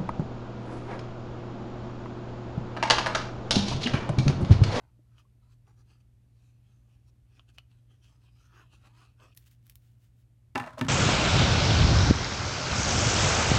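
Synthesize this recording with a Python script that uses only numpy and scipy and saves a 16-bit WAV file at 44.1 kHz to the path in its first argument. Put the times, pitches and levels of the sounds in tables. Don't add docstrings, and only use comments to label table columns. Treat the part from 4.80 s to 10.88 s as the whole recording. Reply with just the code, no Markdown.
import sys
import numpy as np
from scipy import signal
from scipy.fft import rfft, irfft, next_fast_len
from scipy.io import wavfile
from scipy.ndimage import uniform_filter1d, map_coordinates

SR = 44100
rng = np.random.default_rng(int(sys.argv[2]) if len(sys.argv) > 2 else 0)


def pcm_store(signal):
    levels = np.round(np.clip(np.atleast_2d(signal), -1, 1) * 32767)
    wavfile.write(sys.argv[1], SR, levels.astype(np.int16).T)


N = 268304
TIME = np.arange(N) / SR
AGE = np.arange(SR // 3) / SR
TOP_HZ = 16300


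def amp(db):
    return 10 ** (np.asarray(db) / 20)


def unit(x):
    return x / np.sqrt(np.mean(x ** 2) + 1e-20)


def decay(t60):
    return amp(-60 * AGE / t60)


def along(points, hz):
    point_hz, values = np.transpose(points)
    return np.interp(np.log(hz + 1), np.log(point_hz), values)


def wobble(rate):
    return map_coordinates(rng.standard_normal(int(N * rate / SR) + 4), [TIME * rate])


def coloured(x, spectrum):
    size = next_fast_len(len(x) + 4096)
    hz = np.fft.rfftfreq(size, 1 / SR)
    skirt = np.minimum(hz / spectrum[0][0], 1) ** 2
    shaped = rfft(x, size) * amp(along(spectrum, hz)) * skirt
    return unit(irfft(shaped, size)[:len(x)])


def burst(spectrum, t60):
    return coloured(rng.standard_normal(len(AGE)), spectrum) * decay(t60)


def add(track, start, sound):
    part = track[round(start * SR):][:len(sound)]
    part += sound[:len(part)]


def friction(per_second, spread_db, smooth):
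    slipping = rng.random(N) < per_second / SR
    sizes = rng.standard_normal(N) * amp(spread_db * rng.standard_normal(N))
    return unit(unit(slipping * sizes) + smooth * rng.standard_normal(N))


def arch(peak, swell, fade, edge_db=15.5, roundness=1.67):
    away = np.maximum((peak - TIME) / swell, (TIME - peak) / fade)
    return amp(-edge_db * np.minimum(away, 10) ** roundness)


def swell_gains(rows):
    return sum(np.outer(amp(db), arch(peak, swell, fade)) for peak, swell, fade, *db in rows)


def desk_echo(x, delay_s, drift, share):
    lag = delay_s * SR * np.exp(drift * wobble(3))
    return unit(x + share * map_coordinates(x, [np.arange(N) - lag], order=3))


def flexing(x, depth_db):
    bands = signal.stft(x, nperseg=512)[2]
    swing = rng.standard_normal(bands.shape)
    for _ in range(2):
        swing = uniform_filter1d(swing, size=4, axis=0)
        swing = uniform_filter1d(swing, size=16, axis=1)
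    bands = bands * amp(depth_db * unit(swing))
    return unit(signal.istft(bands, nperseg=512)[1][:N])


# frequency in Hz, relative density in dB.
RUB_SPECTRUM = [(200, -3), (310, 5), (420, -0.5), (540, -5), (680, -3), (950, -1), (1300, 2), (1650, -5.5),
                (1950, -8.5), (2600, -14), (4400, -55)]
SCRATCH_SPECTRUM = [(1200, -19), (1650, -8), (2000, -21), (2300, -10), (2550, 3), (2850, -1.5),
                    (3150, -0.5), (3700, -12.5), (5000, -39), (9000, -51)]
RASP_SPECTRUM = [(2800, -27), (3900, 3), (4600, 0.5), (5300, -1), (6200, -1), (7600, -6.5), (10000, -8.5),
                 (13000, -17), (16000, -21)]
# peak time, swell and fade in seconds, then levels of rub, scratch and rasp in dB.
TAIL_AND_STROKES = [ (.02, 0.091, .11, -72.5, -87, -86.5), (.34, 0.072, 0.05, -80, -92, -85),
                    (.392, 0.029, 0.036, -72, -72.5, -71), (.65, 0.045, 0.071, -81, -90.5, -87.5),
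                    (.728, 0.039, 0.022, -78.5, -77, -76), (.885, .025, 0.049, -67.5, -88, -76),
                    (1.005, 0.04, 0.03, -75.5, -83, -75.5), (1.11, 0.047, 0.065, -68, -76.5, -74.5),
                    (1.21, .012, 0.013, -84, -82, -84), (1.64, 0.14, 0.15, -82.5, -84.5, -81.5),
                    (1.9, 0.1, 0.15, -82.5, -84, -84.5), (2.105, 0.047, 0.12, -79, -80.5, -83),
                    (2.292, 0.029, 0.013, -83, -79, -72.5), (2.575, 0.088, 0.058, -73, -75, -79.5),
                    (2.695, 0.021, 0.027, -71, -69.5, -74.5), (2.75, .015, 0.029, -79, -74, -71.5),
                    (2.92, 0.033, 0.12, -81.5, -79.5, -83), (3.12, 0.034, .06, -75.5, -74.5, -80.5),
                    (3.252, .035, 0.046, -78, -68, -72), (3.32, 0.054, 0.072, -74, -82, -79.5),
                    (3.45, 0.06, 0.032, -80, -77.5, -77.5), (3.485, 0.027, 0.019, -87, -72, -87),
                    (3.64, 0.12, 0.059, -77, -74.5, -75), (3.785, 0.083, 0.082, -60.5, -63.5, -71),
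                    (3.94, 0.038, 0.043, -71, -67, -70.5), (4.07, 0.074, 0.04, -63.5, -67, -73.5),
                    (4.2, 0.076, 0.11, -65.5, -68.5, -71), (4.435, .045, 0.073, -59, -68, -70.5),
                    (4.53, 0.022, 0.0076, -87, -71, -82), ]


def nozzle_strokes():
    rub_gain, scratch_gain, rasp_gain = swell_gains(TAIL_AND_STROKES)
    rub = coloured(friction(per_second=1000, spread_db=3, smooth=0.81), RUB_SPECTRUM)
    scratch = coloured(friction(per_second=1600, spread_db=0.5, smooth=0.8), SCRATCH_SPECTRUM)
    rasp = coloured(friction(per_second=2300, spread_db=-1, smooth=1), RASP_SPECTRUM)
    rub = flexing(desk_echo(rub, delay_s=0.002255, drift=0.21, share=0.51), depth_db=3.5)
    scratch = flexing(scratch, depth_db=3)
    rasp = flexing(desk_echo(rasp, delay_s=0.00068, drift=0.058, share=0.1), depth_db=4)
    flicker = amp(1.27 * wobble(55))
    return (rub_gain * rub + scratch_gain * scratch + rasp_gain * rasp) * flicker


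# frequency in Hz, rms level in dB.
HUM_TONES = [(59.2, -69), (118.4, -62), (9001, -100)]
# frequency in Hz, relative density in dB.
FLOOR_SPECTRUM = [(27, -21.5), (40, -1.5), (57, -2.5), (82, -4), (120, -2.5), (150, -13.5), (290, -20),
                  (420, -30.5), (650, -32), (1000, -39), (2500, -41), (5000, -46), (13000, -47.5),
                  (15500, -62.5)]


def room_tone():
    hum = np.zeros(N)
    for hz, db in HUM_TONES:
        gain = np.sqrt(2) * amp(db + 0.58 * wobble(8))
        hum += gain * np.sin(2 * np.pi * hz * TIME + 0.15 * wobble(1.6))
    return hum + amp(-63.5) * coloured(rng.standard_normal(N), FLOOR_SPECTRUM)


# start in seconds, pitch in Hz, level in dB, glide in Hz per second.
GLUE_POPS = [(.192, 610, -64.5, 300), (0.191, 302, -54, -200), (.451, 1050, -63, 7000)]


def glue_pops():
    out = np.zeros(N)
    envelope = (1 - np.exp(-AGE / 0.0011)) * np.exp(-AGE / 0.0067)
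    for start, hz, db, glide in GLUE_POPS:
        note = np.sin(2 * np.pi * (hz + glide * AGE / 2) * AGE)
        add(out, start, amp(db) * envelope * note)
    return out


# frequency in Hz, seconds to fall 60 dB.
ROOM_DECAY = [(150, 0.36), (1000, 0.23), (3000, 0.2), (14000, 0.19)]


def room(x, wet_db):
    hz, seconds, bands = signal.stft(rng.standard_normal(SR // 2), SR, nperseg=256)
    fading = amp(-60 * seconds / along(ROOM_DECAY, hz)[:, None])
    tail = signal.istft(bands * fading, SR, nperseg=256)[1]
    gap = np.zeros(SR // 300)
    response = np.concatenate([gap, tail / np.linalg.norm(tail)])
    return x + amp(wet_db) * signal.fftconvolve(x, response)[:N]


# frequency in Hz, relative density in dB.
CLACK_SPECTRUM = [(450, -29), (620, -3.5), (900, -13), (1300, 8), (1600, -19), (2000, -35), (2600, 6.5),
                  (3100, 8.5), (3700, -9), (4400, -5), (5500, -13.5), (8000, -22.5), (16000, -25)]
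# start in seconds, level in dB, treble cutoff in Hz.
NOZZLE_TAPS = [(0.382, -58.5, 8000), (0.869, -68, 5000), (2.29, -77, 12000), (2.595, -45, 3760),
               (2.690, -58.5, 7000), (2.778, -55, 7000), (2.7836, -37, 15100), (2.915, -61, 7000),
               (3.244, -62, 7000), (4.401, -60, 5000)]


def nozzle_taps():
    out = np.zeros(N)
    for start, db, cutoff_hz in NOZZLE_TAPS:
        clack = amp(0.5) * burst(CLACK_SPECTRUM, t60=0.015)
        after_ring = amp(-14) * burst(CLACK_SPECTRUM, t60=0.065)
        treble_cut = signal.butter(2, cutoff_hz, fs=SR, output="sos")
        add(out, start, amp(db) * signal.sosfilt(treble_cut, clack + after_ring))
    return room(out, wet_db=-18.5)


# frequency in Hz, relative density in dB.
TICK_SPECTRUM = [(400, -16), (1100, -11), (1900, 1.5), (2800, -3), (4200, 1.5), (7000, -5.5), (10000, 0.5),
                 (13000, 7), (16000, 1)]
SLIDE_SPECTRUM = [(700, -14), (1500, -3.5), (2200, -3.5), (3000, 0), (4000, -5), (7000, -6), (11000, -8.5),
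                  (15500, -6.5)]
# start in seconds, level in dB.
CARD_TICKS = [(4.549, -57.5), (4.565, -57), (4.57, -54), (4.5743, -38.5), (4.713, -59), (4.867, -55.5),
              (4.8973, -42), (4.9556, -45)]
# fastest moment, swell and fade in seconds, level in dB.
CARD_SLIDES = [(4.63, 0.055, .03, -73), (4.67, 0.013, 0.026, -62.5), (4.715, 0.014, 0.042, -68),
               (4.87, 0.045, 0.048, -73.5), (4.908, 0.02, 0.028, -71.5), (5.045, 0.046, 0.12, -75.5),
               (5.24, 0.051, 0.057, -74), (5.41, 0.083, 0.032, -78)]


def card_handling():
    ticks = np.zeros(N)
    for start, db in CARD_TICKS:
        snap = burst(TICK_SPECTRUM, t60=0.013)
        after_ring = amp(-21.5) * burst(TICK_SPECTRUM, t60=0.11)
        add(ticks, start, amp(db) * (snap + after_ring))
    slide_gain = swell_gains(CARD_SLIDES)[0]
    slide = coloured(friction(per_second=820, spread_db=7, smooth=1.6), SLIDE_SPECTRUM)
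    return room(ticks, wet_db=-14.5) + slide_gain * slide


def ring(modes, scatter_db, attack_s, heft_db=0):
    hz, db, t60 = np.transpose(modes)
    strengths = amp(db + scatter_db * rng.standard_normal(len(hz)) - heft_db * np.log2(hz))
    strengths *= np.sqrt(2) / np.linalg.norm(strengths)
    signs = rng.choice([-1, 1], len(hz))
    partials = np.sin(2 * np.pi * hz[:, None] * AGE) * decay(t60[:, None])
    rise = 1 - np.exp(-AGE / attack_s)
    return (strengths * signs) @ partials * rise


# frequency in Hz, relative level in dB, seconds to fall 60 dB.
DESK_MODES = [(85, -18, 0.15), (121.2, -4, 0.16), (165.8, -10, 0.27), (254.8, 2.5, 0.12), (278, -18, 0.039),
              (361.8, -8.5, 0.093), (523, -10.5, 0.042)]
SHELL_MODES = [(622, -2, 0.065), (823, -9, 0.083), (921, 3.5, 0.076), (1140, -5, 0.068), (1267, -14, 0.076),
               (1327, 8, 0.032), (1504, 1, .05), (1696, 4.5, 0.045), (1766, 0.5, 0.092),
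               (1970, 11.5, 0.016), (2285, 3.5, 0.032), (2520, -3, 0.041), (2750, 5.5, 0.032),
               (2860, -21, 0.049), (3530, -32, 0.025)]
# frequency in Hz, relative density in dB.
CRACK_SPECTRUM = [(500, -5), (2500, 8.5), (4000, 3.5), (6200, -1.5), (8000, -7.5), (12000, -11),
                  (16000, -22)]
CHATTER_SPECTRUM = [(300, -1), (600, -3), (1000, 9), (1800, -2), (2750, -14.5), (3300, -13), (6000, -20.5),
                    (9000, -25.5), (16000, -39)]
# start in seconds, desk level in dB, heft (the desk's tilt toward
# the bass) in dB per octave, shell level in dB, crack level in dB.
BOTTLE_KNOCKS = [ (5.7513, -31, 0, -37, -44.5), (5.756, -26, -6.5, -19.5, -33.5),
                 (5.778, -42, -4, -46, -33.5), (5.799, -37.5, 0, -28, -38), (5.812, -44, 2, -37, -64),
                 (5.838, -52, 0, -36.5, -62), (5.863, -46, -4, -50, -52), (5.875, -53, 7, -38.5, -59),
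                 (5.934, -50, 12, -71, -57), (5.9825, -45, -7, -55, -44.5), (5.9888, -36.5, -19, -60, -44),
                 (5.993, -56, -5, -63, -39), (6.0116, -21, 0, -24.5, -30.5), (6.0239, -33.5, -2, -53, -51),
                 (6.048, -29.5, 10, -46, -43.5), (6.065, -53, 10, -44, -53), ]


def bottle_knocks():
    out = np.zeros(N)
    for start, desk_db, heft_db, shell_db, crack_db in BOTTLE_KNOCKS:
        desk = ring(DESK_MODES, scatter_db=2.5, attack_s=0.0022, heft_db=heft_db)
        shell = ring(SHELL_MODES, scatter_db=1.5, attack_s=0.0011)
        shell += amp(-8) * burst(CHATTER_SPECTRUM, t60=0.04)
        crack = burst(CRACK_SPECTRUM, t60=0.021)
        add(out, start, amp(desk_db) * desk + amp(shell_db) * shell + amp(crack_db) * crack)
    return room(out, wet_db=-10.5)


# start in seconds, ring level in dB, chatter level in dB.
RIM_SKIDS = [(5.768, -32.5, -37.5), (5.809, -41.5, -53), (5.837, -45, -56), (5.861, -44, -46.5),
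             (5.93, -53, -55), (5.973, -40.5, -44.5), (6.017, -47, -47.5), (6.045, -52, -45)]
# time in seconds, pitch in Hz.
RIM_PITCH = [(5.766, 835.7), (5.82, 817), (5.867, 640.7), (6.08, 604)]


def bottle_skid(attack_s=0.0024):
    ring_gain, chatter_gain = np.zeros((2, N))
    rise = 1 - np.exp(-AGE / attack_s)
    for start, ring_db, chatter_db in RIM_SKIDS:
        add(ring_gain, start, amp(ring_db) * rise * decay(t60=0.097))
        add(chatter_gain, start, amp(chatter_db) * rise * decay(t60=0.25))
    seconds, pitches = np.transpose(RIM_PITCH)
    hz = np.interp(TIME, seconds, pitches) * (1 + 0.0347 * wobble(250))
    phase = 2 * np.pi * np.cumsum(hz) / SR
    rough_ring = np.sqrt(2) * np.sin(phase) * amp(4.1 * wobble(140))
    chatter = coloured(friction(per_second=290, spread_db=-0.5, smooth=1), CHATTER_SPECTRUM)
    return room(ring_gain * rough_ring + chatter_gain * chatter, wet_db=-8.5)


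def scene():
    mix = nozzle_strokes() + room_tone() + glue_pops() + nozzle_taps()
    mix += card_handling() + bottle_knocks() + bottle_skid()
    return mix[None]


def record(dry):
    low_cut = signal.butter(3, 36, "highpass", fs=SR, output="sos")
    size = next_fast_len(N + SR // 4)
    spectrum = rfft(signal.sosfilt(low_cut, dry), size)
    in_band = np.fft.rfftfreq(size, 1 / SR) < TOP_HZ
    return irfft(spectrum * in_band, size)[..., :N]


dry = scene()
out = record(dry)
pcm_store(out)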